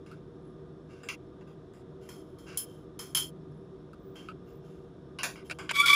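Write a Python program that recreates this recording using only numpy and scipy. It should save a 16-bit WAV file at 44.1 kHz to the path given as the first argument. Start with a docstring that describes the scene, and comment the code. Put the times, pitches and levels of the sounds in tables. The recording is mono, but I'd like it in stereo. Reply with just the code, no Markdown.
"""A small, hard-walled room with a steady, fan-like hum, heard through a stereo pair of microphones.
A manual caulking gun is worked in one spot, near enough for each crack to lead the wall reflections.
Trigger and frame clack, the tube taps and rubs in its cradle, faint high whistles come and go,
and the steel catch plate clicks on the rod. A last hard squeeze makes the rod stick and slip
through the plate with a squeal."""
import sys
import numpy as np
from scipy import signal
from scipy.fft import rfft, irfft, next_fast_len
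from scipy.io import wavfile

SR = 44100
rng = np.random.default_rng(int(sys.argv[2]) if len(sys.argv) > 2 else 0)


def master(y):
    """Save y as 16-bit WAV."""
    cut = np.clip(np.atleast_2d(y).T, -1, 1)
    pcm = np.round(cut * 32767)  # scale
    wavfile.write(sys.argv[1], SR, pcm.astype(np.int16))


N = 262715
TIME = np.arange(N) / SR

# room tone below and above 900 Hz: (frequency [Hz], relative level [dB])
RUSH_LOW = [(12, -63), (20, -33), (33, -14.5), (59, -8), (112, -7.5), (146, -2), (244, -9), (310, -5),
            (346, -7.5), (381, 2), (426, -22), (468, -2), (507, -18), (654, -14.5), (900, -28), (1170, -61),
            (1980, -120)]
RUSH_HIGH = [(900, 0), (1220, -3.5), (1600, -7.5), (2100, -19), (3000, -22.5), (3550, -28.5), (4000, -25),
             (5400, -25), (8200, -32.5), (10200, -31), (12000, -43.5), (16000, -49)]
# hum lines: (frequency [Hz], half-width [Hz], level [dB])
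HUM_LINES = [(152.1, 4.3, -57), (179, 3, -61), (310.8, 5.8, -61), (385.6, 18, -56), (481, 17.8, -63),
             (1207, 20, -69), (3536, 370, -77), (5380, 29, -87.5)]
# contacts: (time [s], relative level [dB], brightness [dB per band], ping at 2-4 kHz [dB], length [s])
FRAME_CLACKS = [(0.062, -67, -3, 4, 0.13), (1.033, -57.5, -3, 1.5, 0.056), (1.087, -48.5, -.8, 12.5, 0.067),
                (1.409, -71.5, -8.5, 5.5, 0.024), (1.473, -72.5, -4, 3, .071),
                (1.736, -70.5, -1.7, 0.5, .088), (5.187, -48, -4, 10, .16), (5.232, -36, 0, 3, .26),
                (5.357, -60.5, -5, 7, 0.077), (5.498, -49.5, -4.5, 8, .034),
                (5.510, -46.5, -3.5, 7.5, 0.014), (5.587, -49, -4.5, 2, 0.21),
                (5.692, -46, -5.5, 13, 0.031), (5.711, -40.5, -2.4, 0, 0.0073)]
TUBE_TAPS = [(0.114, -57, -6.5, -2, 0.037), (3.932, -60, -7, -12, 0.017), (4.286, -50.5, -11, 3.5, .039)]
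PLATE_CLICKS = [(2.089, -52.5, -2.3, 2, 0.14), (2.385, -63.5, -1.5, 3.5, 0.12),
                (2.573, -48.5, 9, 3.5, 0.075), (2.991, -44.5, -0.5, -1.5, .19), (3.148, -36, 3, 8, 0.13),
                (3.170, -37.5, 3.5, 6.5, .13), (4.156, -59, -4.5, -23, .18), (5.859, -41, 0.4, -5, .12),
                (5.938, -44.5, 2.5, 5, .03)]
# bands that colour a contact: (edge [Hz])
BAND_EDGES_HZ = [350, 2000, 4000, 8000, 16000]
# resonances of frame, tube and steel plate: (frequency [Hz], width [Hz], gain [dB])
FRAME_MODES = [(605, 190, -2.5), (1126, 170, 4), (1538, 123, 6), (1916, 240, -3), (2170, 360, 0.5),
               (2500, 300, -1), (2751, 82, 6.5), (3280, 270, -9), (3770, 390, -11.5), (4690, 180, -8.5),
               (5000, 180, -2.5), (5660, 2050, -11), (7240, 660, -10), (9570, 330, -13),
               (10870, 400, -19.5), (13400, 200, -22), (14100, 500, -24.5)]
TUBE_MODES = [(990, 370, -15), (1284, 127, 4.5), (1443, 160, 1), (2240, 160, -14), (2650, 110, -4),
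              (4700, 730, -24), (10000, 2400, -24.5)]
PLATE_MODES = [(966, 280, -20.5), (1370, 320, -19), (2500, 593, -16.5), (3108, 49, 9), (3255, 76, 4.5),
               (4420, 160, -11.5), (5183, 99, 0), (6430, 750, -8.5), (7490, 400, -8.5), (8940, 99, -8),
               (9420, 390, -7.5), (10060, 65, 6), (11420, 80, -7.5), (10320, 180, -7.5), (10870, 160, -10),
               (12600, 180, -4), (13120, 220, -10.5), (14500, 500, -9)]
# thin whistles: (time [s], length [s], top pitch [Hz], relative level [dB])
WHISTLES = [(0.40, .17, 10100, -79), (3.46, .22, 10800, -78), (3.98, .2, 15150, -71),
            (4.44, .17, 15150, -75), (4.43, .18, 13600, -74)]
# tube and rod rubbing in the frame: (time [s], length [s], level [dB], plate gain re frame [dB])
RUBS = [(0.878, 0.31, -60.5, -32), (2.003, 0.2, -61.5, -4), (2.142, 0.31, -71, 10), (2.458, 0.22, -49, -32),
        (2.621, 0.26, -62, 11), (4.147, 0.18, -55.5, -13), (4.461, 0.13, -66, -11),
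        (4.619, 0.32, -68.5, -2.5), (5.439, 0.16, -60, 4)]
# the last squeeze, in two pushes: (time [s], pitch [Hz], relative squeal [dB], relative friction [dB])
PUSHES = [
    [(5.73, 1169, -49, -53), (5.76, 1119, -31, -36), (5.77, 1130, -28.5, -42.5),
     (5.806, 1148, -16.5, -40.5), (5.834, 1158, -35.5, -45), (5.852, 1149, -35, -47)],
    [(5.859, 1115, -22, -31.5), (5.889, 1126, -26, -31.5), (5.901, 1149, -16, -31),
     (5.921, 1140, -22.5, -38), (5.935, 1154, -16, -33.5), (5.955, 1159, -23, -37)],
]
# harmonics of the squeal: (multiple, relative level [dB])
SQUEAL_PARTIALS = [(1, -5), (2, -2), (3, -5), (4, -18.5), (5, -28.5), (6, -25), (7, -25), (8, -24),
                   (9, -23.5), (10, -28.5), (12, -26)]
# dry friction on the rod: (frequency [Hz], relative level [dB])
RASP_COLOUR = [(200, -27), (800, -28), (1200, 7.5), (1800, -3), (2250, 16.5), (2800, -0.5), (3400, 16.5),
               (4100, -2.5), (4650, 5.5), (5300, 0.5), (7000, -4), (10300, -8), (14000, -9), (16000, -18)]
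# how alike the two microphones hear each source: (frequency [Hz], likeness [0-1])
ROOM_LIKENESS = [(60, 0.96), (130, 0.8), (290, 0.76), (640, 0.27), (1410, 0.16), (3100, 0.57), (6820, 0.23),
                 (15000, 0.093)]
GUN_LIKENESS = [(500, .55), (1200, 0.27), (3000, 0.9), (5000, .45), (8000, 0.37), (16000, 0.79)]
# balance across the pair: (frequency [Hz], left over right [dB])
ROOM_BALANCE = [(60, 1.5), (130, -3), (290, 0), (640, 1), (1410, 0.5), (3100, 4.0), (6820, 4.5),
                (15000, -7.5)]
GUN_BALANCE = [(500, 2), (1200, -0.5), (2300, 2.5), (3400, 3), (5200, 6), (7000, 1), (8500, 0),
               (16000, -0.5)]
# phase across the pair: (frequency [Hz], left lead [rad])
ROOM_PHASE = [(50, 0), (16000, 0.0052)]
GUN_PHASE = [(300, 0), (1200, 0.36), (2300, .6), (3400, 1.0), (7000, 0.68), (10000, 1.51), (16000, 1.5)]


def from_db(db):
    """Decibels to gain."""
    return 10 ** (np.asarray(db) / 20)


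def rms(x):
    """Root mean square."""
    return np.sqrt(np.mean(x ** 2) + 1e-24)


def at_hz(points, hz):
    """Read a spectrum along a log-frequency axis."""
    points = np.array(points)
    return np.interp(np.log(np.maximum(hz, 1)), np.log(points[:, 0]), points[:, 1])


def bins(size):
    """Frequencies of a spectrum of so many samples."""
    return np.arange(size // 2 + 1) * SR / size


def noise(gain_at, size=N):
    """Two unrelated noises of joint rms 1 with the given gain per frequency."""
    padded = next_fast_len(size, True)
    white = rfft(rng.standard_normal((2, padded)))
    coloured = irfft(white * gain_at(bins(padded)), padded)[:, :size]
    return coloured / rms(coloured)


def flicker(rate_hz, size=N):
    """A smooth random wobble with a spread of about 1."""
    return noise(lambda hz: 1 / (1 + (hz / rate_hz) ** 2), size)[0]


def resonate(x, modes):
    """Parallel resonances of alternating sign."""
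    out = 0
    for k, (hz, width_hz, db) in enumerate(modes):
        r = np.exp(-np.pi * width_hz / SR)
        poles = [1, -2 * r * np.cos(2 * np.pi * hz / SR), r * r]
        out = out + (-1) ** k * from_db(db) * (1 - r * r) / 2 * signal.lfilter([1, 0, -1], poles, x)
    return out


def add(out, s, sound):
    """Mix a sound in from time s."""
    start = int(np.clip(round(s * SR), 0, N - 1))
    out[..., start:start + sound.shape[-1]] += sound[..., :N - start]


def microphones(pair, likeness, balance, phase):
    """The stereo pair: row 0 reaches both microphones, row 1 is the part they hear differently."""
    size = next_fast_len(N + 2000, True)
    hz, sides = bins(size), np.array([[1], [-1]])
    shared, unshared = rfft(pair, size)
    alike = np.clip(at_hz(likeness, hz), 0, 1)
    left_right = np.sqrt((1 + alike) / 2) * shared + sides * np.sqrt((1 - alike) / 2) * unshared
    gain = from_db(sides * at_hz(balance, hz) / 2)
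    lead = np.exp(.5j * sides * at_hz(phase, hz))
    return irfft(left_right * gain * lead, size)[:, :N]


def room_tone():
    """A fan-like rush with a few wavering hum lines, each a narrow band of noise."""
    low = from_db(-48.5) * noise(lambda hz: from_db(at_hz(RUSH_LOW, hz)) * (hz < 900))
    high = from_db(-65) * noise(lambda hz: from_db(at_hz(RUSH_HIGH, hz)) * (hz >= 900))
    hum = sum(from_db(db) * noise(lambda hz: 1 / (1 + ((hz - line_hz) / half_width_hz) ** 2))
              for line_hz, half_width_hz, db in HUM_LINES)
    return signal.sosfilt(signal.butter(2, 32, "high", fs=SR, output="sos"), low + high + hum)


def blows(contacts, modes, firm_t60, ping_spill, crack_db, crack_s, direct, stop_s, trim_db, scatter_db):
    """Each contact sends a crack and dense wall reflections through the modes; the ring stops short."""
    firm_db, drag_doubling_db = -34.5, 25.5
    out, t = np.zeros((2, N)), TIME[:SR // 3]
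    attack = SR // 40  # the first 25 ms set each band's level
    bands = [signal.butter(3, edges, "band", fs=SR, output="sos")
             for edges in zip(BAND_EDGES_HZ, BAND_EDGES_HZ[1:])]
    steps = np.arange(len(bands)) - 1  # counted from the 2-4 kHz band
    for s, level_db, brightness, ping_db, length in contacts:
        # where a blow lands decides how much the part pings, which spills into the octave above
        ping = ping_db * ((steps == 0) + ping_spill * (steps == 1))
        band_db = level_db + brightness * steps + ping
        # a firm blow bounces clear; a lighter one drags and decays more slowly
        t60 = firm_t60 * 2 ** ((firm_db - band_db.max()) / drag_doubling_db)
        crack = from_db(crack_db) * np.exp(-t / crack_s)
        drive = rng.standard_normal((2, len(t))) * (from_db(-60 * t / t60) + crack)
        drive[0, 0] += direct
        # scatter lets each contact strike the modes differently
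        struck = [(hz, width_hz, db + scatter_db * rng.standard_normal()) for hz, width_hz, db in modes]
        stop = (1 - np.tanh((t - length) / stop_s)) / 2
        ring = resonate(drive, struck) * stop
        for sos, db in zip(bands, band_db):
            band = signal.sosfilt(sos, ring)
            add(out, s, from_db(db + trim_db) * band / rms(band[0, :attack]))
    return out


def frame_clacks():
    """Trigger and frame knock together and ring after a very short crack."""
    return blows(FRAME_CLACKS, FRAME_MODES, firm_t60=0.24, ping_spill=0.39, crack_db=-1.0,
                 crack_s=0.00073, direct=7.8, stop_s=0.0064, trim_db=1.5, scatter_db=3.0)


def tube_taps():
    """A short, hollow tap of the tube in its cradle; the ring stops short."""
    return blows(TUBE_TAPS, TUBE_MODES, firm_t60=0.28, ping_spill=.1, crack_db=3,
                 crack_s=0.008, direct=23, stop_s=0.003, trim_db=-2.5, scatter_db=1.0)


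def whistles(trim_db=1.0):
    """Faint, very high, ragged squeaks that rise and fall in pitch."""
    out = np.zeros((2, N))
    for s, length, top_hz, db in WHISTLES:
        size = int(length * SR)
        droop = np.linspace(-1, 1, size) ** 2
        hz = top_hz * (1 - .07 * droop + .013 * flicker(300, size))
        envelope = from_db(db + trim_db) * (1 - droop) * flicker(60, size)
        add(out[0], s, envelope * np.sin(2 * np.pi * np.cumsum(hz) / SR))
    return out


def rubs(grain_db=1.5, rise_fraction=0.13):
    """Grainy sliding friction excites frame and plate; each stroke swells quickly and fades."""
    out = np.zeros((2, N))
    for s, length, db, plate_db in RUBS:
        size = int(length * SR)
        grains = rng.standard_normal((2, size)) * from_db(grain_db * flicker(204, size))
        scrape = resonate(grains, FRAME_MODES) + from_db(plate_db) * resonate(grains, PLATE_MODES)
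        stroke = np.interp(np.linspace(0, 1, size), [0, rise_fraction, 1], [0, 1, 0])
        add(out, s, from_db(db) * stroke * scrape / rms(scrape))
    return out


def plate_clicks():
    """The steel catch plate snaps on the rod and both ring brightly."""
    return blows(PLATE_CLICKS, PLATE_MODES, firm_t60=0.28, ping_spill=.05, crack_db=-3.5,
                 crack_s=.003, direct=6.3, stop_s=.01, trim_db=2.0, scatter_db=0.0)


def slip_phase(pitch_hz, jitter):
    """Phase of a stick-slip cycle whose period is a little unsteady."""
    return 2 * np.pi * np.cumsum(pitch_hz * (1 + jitter * flicker(293))) / SR


def squeal_harmonics(phase, pitch_hz, start_s):
    """The fundamental sings out near the rod's own note; the octave throbs as the plate judders."""
    rod_hz, rod_width_hz = 1147, 15
    judder_hz, judder_depth = 68.3, 0.63
    sing = 1 / np.hypot(1, (pitch_hz - rod_hz) / rod_width_hz)
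    throb = 1 + judder_depth * np.cos(2 * np.pi * judder_hz * (TIME - start_s))
    # the third partial holds steady; those above it come and go, each on its own
    sways = [sing, throb, 1] + [flicker(60) for _ in SQUEAL_PARTIALS[3:]]
    return sum(from_db(db) * sway * np.sin(k * phase) for (k, db), sway in zip(SQUEAL_PARTIALS, sways))


def ring_on(x, t60):
    """A dense ring that dies away, different in each of two channels."""
    t = TIME[:SR // 3]
    tail = rng.standard_normal((2, len(t))) * from_db(-60 * t / t60)
    return signal.oaconvolve(x, tail / np.linalg.norm(tail[0]), axes=1)[:, :N]


def rod_squeal(tone_db=0.5, rasp_db=6.5, grain_db=3.0, walls_db=-9):
    """The rod sticks and slips through the plate, following each push, with dry friction beneath."""
    times, *controls = np.vstack(PUSHES).T
    pitch_hz, squeal_db, friction_db = (np.interp(TIME, times, control) for control in controls)
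    moving = TIME >= times[0]
    phase = slip_phase(pitch_hz, jitter=0.0069)
    tone = from_db(squeal_db + tone_db) * moving * squeal_harmonics(phase, pitch_hz, times[0])
    tone = np.sqrt(2) * (tone + pitch_jump())
    # friction noise comes with every slip, in uneven grains
    grain = from_db(grain_db * flicker(410)) * (1 + 0.29 * np.cos(phase))
    friction = noise(lambda hz: from_db(at_hz(RASP_COLOUR, hz)))
    rasp = from_db(friction_db + rasp_db) * moving * grain * friction
    direct = tone * [[1], [0]]
    walls = from_db(walls_db) * ring_on(tone[None], t60=0.23)
    steel_ring = ring_on(rasp, t60=.06)
    return direct + walls + steel_ring


def pitch_jump(at_s=5.846, half_length_s=0.014, pitch_hz=1390):
    """A brief, higher stick-slip note between the two pushes."""
    swell = np.exp(-np.minimum(((TIME - at_s) / half_length_s) ** 2, 20))
    return from_db(-20) * swell * np.sin(slip_phase(pitch_hz, jitter=0.0088))


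def scene():
    """The gun's parts reach the microphones from one spot in the humming room."""
    gun = plate_clicks() + frame_clacks() + tube_taps() + rubs() + rod_squeal() + whistles()
    room = microphones(room_tone(), ROOM_LIKENESS, ROOM_BALANCE, ROOM_PHASE)
    return microphones(gun, GUN_LIKENESS, GUN_BALANCE, GUN_PHASE) + room


def record(dry):
    """A steep treble cut on both microphones."""
    cutoff_hz = 15600
    return signal.sosfilt(signal.ellip(10, .2, 90, cutoff_hz, fs=SR, output="sos"), dry)


dry = scene()
out = record(dry)
master(out)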